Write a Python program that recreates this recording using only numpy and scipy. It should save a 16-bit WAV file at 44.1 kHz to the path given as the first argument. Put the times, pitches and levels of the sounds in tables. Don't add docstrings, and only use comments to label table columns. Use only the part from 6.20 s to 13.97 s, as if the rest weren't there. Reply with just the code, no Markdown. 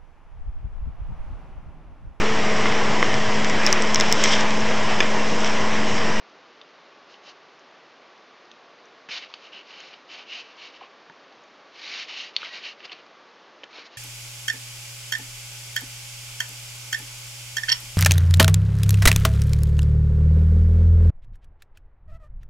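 import sys
import numpy as np
from scipy import signal
from scipy.fft import rfft, irfft, next_fast_len
from scipy.io import wavfile
from scipy.ndimage import uniform_filter1d

SR = 44100
rng = np.random.default_rng(int(sys.argv[2]) if len(sys.argv) > 2 else 0)


def dump_mix(stems):
    frames = np.atleast_2d(stems).T
    limited = np.clip(frames, -1, 1)
    pcm = np.round(limited * 32767).astype(np.int16)
    wavfile.write(sys.argv[1], SR, pcm)


N = 342692


def gain_of(db):
    return 10 ** (np.asarray(db) / 20)


def evened(x):
    return x / np.sqrt(np.mean(x ** 2) + 1e-20)


def curve_at(points, hz):
    point_hz, point_db = np.transpose(points)
    return np.interp(np.log(hz + 1), np.log(point_hz + 1), point_db)


def bell(hz, centre_hz, width_hz):
    return np.exp(-.5 * ((hz - centre_hz) / width_hz) ** 2)


def add(mix, start_s, sound):
    part = mix[round(start_s * SR):][:len(sound)]
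    part += sound[:len(part)]


def wet_click(db, hz, swell_s, smack):
    t = np.arange(1400) / SR
    age = t / swell_s
    ring = (age / 2) ** 2 * np.exp(2 - age) * np.sin(2 * np.pi * hz * t)
    band = signal.butter(2, [.23 * hz, min(1.53 * hz, .45 * SR)], "band", fs=SR, output="sos")
    flesh = evened(signal.sosfilt(band, rng.standard_normal(len(t))))
    return gain_of(db) * (ring + .5 * smack * flesh * np.exp(-t / .0019))


# frequency in Hz, relative level in dB.
HISS_TONE = [(30, -13), (60, -7.5), (105, -6), (160, -7.5), (250, -5), (380, -1.5), (600, -1), (950, -3),
             (1250, -3.5), (1550, -5), (2900, -9.5), (5100, -15), (6300, -18.5), (7200, -20)]


def hiss(level_db=-51):
    hz = np.fft.rfftfreq(N, 1 / SR)
    tone_db = curve_at(HISS_TONE, hz) + 4 * bell(hz, centre_hz=1140, width_hz=45)
    noise = irfft(rfft(rng.standard_normal(N)) * gain_of(tone_db), N)
    return gain_of(level_db) * evened(noise)


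def fingertip_ticks(count=26, softest_db=-51, spread_db=7, low_hz=4000, high_hz=6800):
    out = np.zeros(N)
    for when, size, pitch in rng.random((count, 3)):
        hz = low_hz + (high_hz - low_hz) * pitch
        tick = wet_click(softest_db + spread_db * size, hz, swell_s=.0002, smack=.6)
        add(out, when * (N - 1) / SR, tick)
    return out


# start in seconds, level in dB, first pitch in Hz,
# second pitch in Hz, amount of noisy smack.
FILM_SNAPS = [ (0.4146, -31, 3300, 3430, 0.3), (0.9418, -36, 3400, 2840, .6),
              (1.078, -41.5, 900, 1500, 1.8), (2.315, -33, 3380, 6350, 0.7),
              (2.888, -30.5, 2000, 2500, 1.6), (2.893, -39.5, 1500, 1900, 2),
              (3.1393, -24, 2950, 4380, 0.7), (3.6032, -33, 5500, 6600, 1.5),
              (4.898, -36.5, 1500, 890, 1.7), (6.1646, -6, 3660, 4350, 0.2), (6.2182, -24, 2590, 4000, .5),
              (6.2307, -23.5, 1380, 3200, 0.5), (6.248, -33.5, 3100, 3800, 2), (6.6042, -36, 2000, 2800, 1),
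              (6.7193, -27.5, 3420, 4250, 0.1), (7.4347, -27.5, 2570, 3170, 0.35),
              (7.4392, -33.5, 1890, 3600, 3.1)]


def film_snaps():
    out = np.zeros(N)
    for start, db, first_hz, second_hz, smack in FILM_SNAPS:
        add(out, start, wet_click(db, first_hz, .59 / first_hz, smack))
        add(out, start + .0005, wet_click(db - 8.5, second_hz, 1.9 / second_hz, smack))
    return out


# start, rise time, hold time and fall time in seconds, level in dB,
# extra treble in dB per octave, hollow ring in dB.
FINGER_STROKES = [ (0.876, .025, 0.049, 0.028, -55, 9, 5), (1.016, .068, 0.0091, 0.045, -46, 9, 5),
                  (2.889, 0.0033, 0.013, .021, -38.5, 3, 1), (2.896, 0.023, 0.059, .038, -33, 0, -3.5),
                  (2.989, 0.03, .019, 0.052, -40.5, -1, 2.5), (3.071, 0.025, 0.12, .089, -55, 3, -1),
                  (3.196, 0.049, .008, .086, -48.5, 3.5, 5), (3.316, .016, 0.058, 0.051, -44, -1, 6),
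                  (3.422, 0.087, 0.15, 0.19, -46.5, 2, 1.5), (3.724, .013, .005, .011, -45, -6, 2),
                  (3.869, 0.052, 0.021, 0.082, -42, 3, 4), (3.96, .027, .007, 0.085, -43, -0.5, 3),
                  (4.05, 0.08, 0.064, 0.051, -36.5, 1.5, 4.5), (4.212, 0.026, 0.081, .058, -52, 3, 4.5),
                  (4.33, 0.091, 0.041, 0.078, -44.3, 2, 1), (4.506, 0.04, .02, 0.032, -48, -0.5, 3),
                  (4.579, 0.034, 0.05, .018, -51.5, -9, 1), (5.502, 0.24, 0.079, 0.059, -34.5, 0.4, -4),
                  (5.862, 0.023, 0.065, .053, -38, 2.5, 4), (5.941, .044, 0.02, 0.13, -35, 2.5, 2.5),
                  (6.105, .15, .016, .065, -38.5, -1, -1), (6.28, 0.071, 0.012, 0.081, -37.5, 0, -3),
                  (6.405, 0.043, 0.025, .084, -35.5, 0.5, 2.5), (6.562, 0.051, 0.16, 0.084, -51, -4.5, -1),
                  (6.635, 0.017, .005, 0.015, -38, 2.5, 4.5), (6.714, .004, 0.0035, 0.023, -36.5, -4.5, -2),
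                  (7.481, 0.082, 0.047, .054, -44, 0, -4), (7.639, 0.024, .002, 0.022, -44.5, 2.5, -9),
                  (7.701, .025, .02, .072, -51.5, 4.5, 1)]


def finger_strokes(t, ease=1.27):
    start, rise, hold, fall, db, treble, hollow = np.transpose(FINGER_STROKES)[:, :, None]
    end = start + rise + hold + fall
    ramp = np.clip(np.minimum((t - start) / rise, (end - t) / fall), 0, 1)
    power = (gain_of(db) * ramp ** ease) ** 2 + 1e-20
    total = power.sum(0)
    blended = [(power * column).sum(0) / total for column in (db, treble, hollow)]
    return np.sqrt(total), *blended


# frequency in Hz, relative level in dB.
SKIN_TONE = [(100, -23), (300, -19.5), (700, -11.5), (1200, -12.5), (1650, -9.5), (2200, -3), (2950, 0),
             (3300, -6), (3900, -3.5), (4550, -6), (5000, -9.5), (5600, -11), (6500, -16), (7200, -18.5)]
# frequency in Hz, width in Hz, boost in dB.
RINGING_PEAKS = [(1230, 74, 3.5), (1550, 25, 5.5), (1850, 31, 3.5), (2300, 72, 3), (2756, 86, 2.5),
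                 (3070, 81, 3), (3980, 74, 0.5), (4550, 140, 1), (5100, 90, 2.5), (6650, 140, 3)]


def skin_rustle(firm_db=-37.5, patchy_db=.83, judder_db=.98):
    hz, t, slips = signal.stft(rng.standard_normal(N), SR, nperseg=512, noverlap=384)
    hz = hz[:, None]
    pressure, stroke_db, treble_slope, hollow_db = finger_strokes(t)
    tone_db = curve_at(SKIN_TONE, hz) + treble_slope * np.log2(np.maximum(hz / 3000, 1))
    tone_db += hollow_db * bell(hz, centre_hz=2860, width_hz=240)
    flesh_db = np.clip(1.5 * (firm_db - stroke_db), -4.5, 4.5)
    tone_db += flesh_db / (1 + (hz / 1500) ** 4)
    tone_db += sum(db * bell(hz, centre, width) for centre, width, db in RINGING_PEAKS)
    patches = uniform_filter1d(rng.standard_normal(slips.shape), size=3, axis=0)
    patches = uniform_filter1d(patches, size=16, axis=1)
    tone = gain_of(tone_db + patchy_db * evened(patches))
    main_band = (hz > 1800) & (hz < 7300)
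    tone /= np.sqrt(np.mean(main_band * tone ** 2, axis=0))
    rustle = signal.istft(slips * tone, SR, nperseg=512, noverlap=384)[1][:N]
    judder = evened(uniform_filter1d(rng.standard_normal(N), size=260))
    return rustle * np.interp(np.arange(N) / SR, t, pressure) * gain_of(judder_db * judder)


# start in seconds, level in dB, pitch in Hz.
MEAT_BUMPS = [(2.8898, -44, 190), (4.8987, -42, 159), (7.4352, -39.5, 550), (7.585, -38, 500)]


def meat_bumps():
    out = np.zeros(N)
    for start, db, hz in MEAT_BUMPS:
        add(out, start, wet_click(db, hz, swell_s=.36 / hz, smack=.68))
    return out


# start in seconds, level in dB, pitch in Hz.
AIR_POPS = [(3.1, -46, 1030), (4.6102, -37, 1044), (4.6165, -36, 753), (4.6358, -38.5, 1080),
            (6.654, -32, 4930), (6.6957, -34, 2880), (6.7295, -30.5, 4400)]


def air_pops():
    out = np.zeros(N)
    for start, db, hz in AIR_POPS:
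        add(out, start, wet_click(db, hz, swell_s=1.6 / hz, smack=.3))
    return out


def plate_ring(start_s=6.25, length_s=.15, pitch_hz=1920, width_hz=35, level_db=-50):
    size = round(length_s * SR)
    hz = np.fft.rfftfreq(size, 1 / SR)
    ring = irfft(rfft(rng.standard_normal(size)) * bell(hz, pitch_hz, width_hz), size)
    fade = signal.windows.tukey(size, .5)
    out = np.zeros(N)
    add(out, start_s, gain_of(level_db) * evened(ring) * fade)
    return out


# delay in seconds, relative level in dB.
NEAR_ECHOES = [(.00095, -21.5), (.0019, -19.5), (.0023, -14), (.00335, -13), (.0042, -23), (.0087, -19),
               (0.018, -26.5)]


def room(sound, tail_db=-15, fade_s=.15):
    t = np.arange(SR // 4) / SR
    tail = rng.standard_normal(len(t)) * gain_of(-60 * t / fade_s) * (t > .003)
    response = gain_of(tail_db) * tail / np.linalg.norm(tail)
    response[0] = 1
    for delay, db in NEAR_ECHOES:
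        add(response, delay, gain_of([db]))
    return signal.oaconvolve(sound, response)[:N]


def scene():
    noises = hiss() + skin_rustle() + plate_ring()
    clicks = film_snaps() + air_pops() + meat_bumps() + fingertip_ticks()
    mono = noises + room(clicks)
    return np.array([mono, mono])


# frequency in Hz, change in level in dB.
MICROPHONE_TONE = [(30, -39.5), (60, -29), (105, -15), (160, -4.5), (290, 0), (4500, 0), (6300, -3.5),
                   (7200, -12.5), (7700, -29)]


def record(dry, cutoff_hz=7700):
    size = next_fast_len(N + SR // 4)
    tone = gain_of(curve_at(MICROPHONE_TONE, np.fft.rfftfreq(size, 1 / SR)))
    heard = irfft(rfft(dry, size) * tone, size)[:, :N]
    low_pass = signal.firwin(301, cutoff_hz, window=("kaiser", 8), fs=SR)
    return signal.oaconvolve(heard, low_pass[None], "same", axes=1)


dry = scene()
out = record(dry)
dump_mix(out)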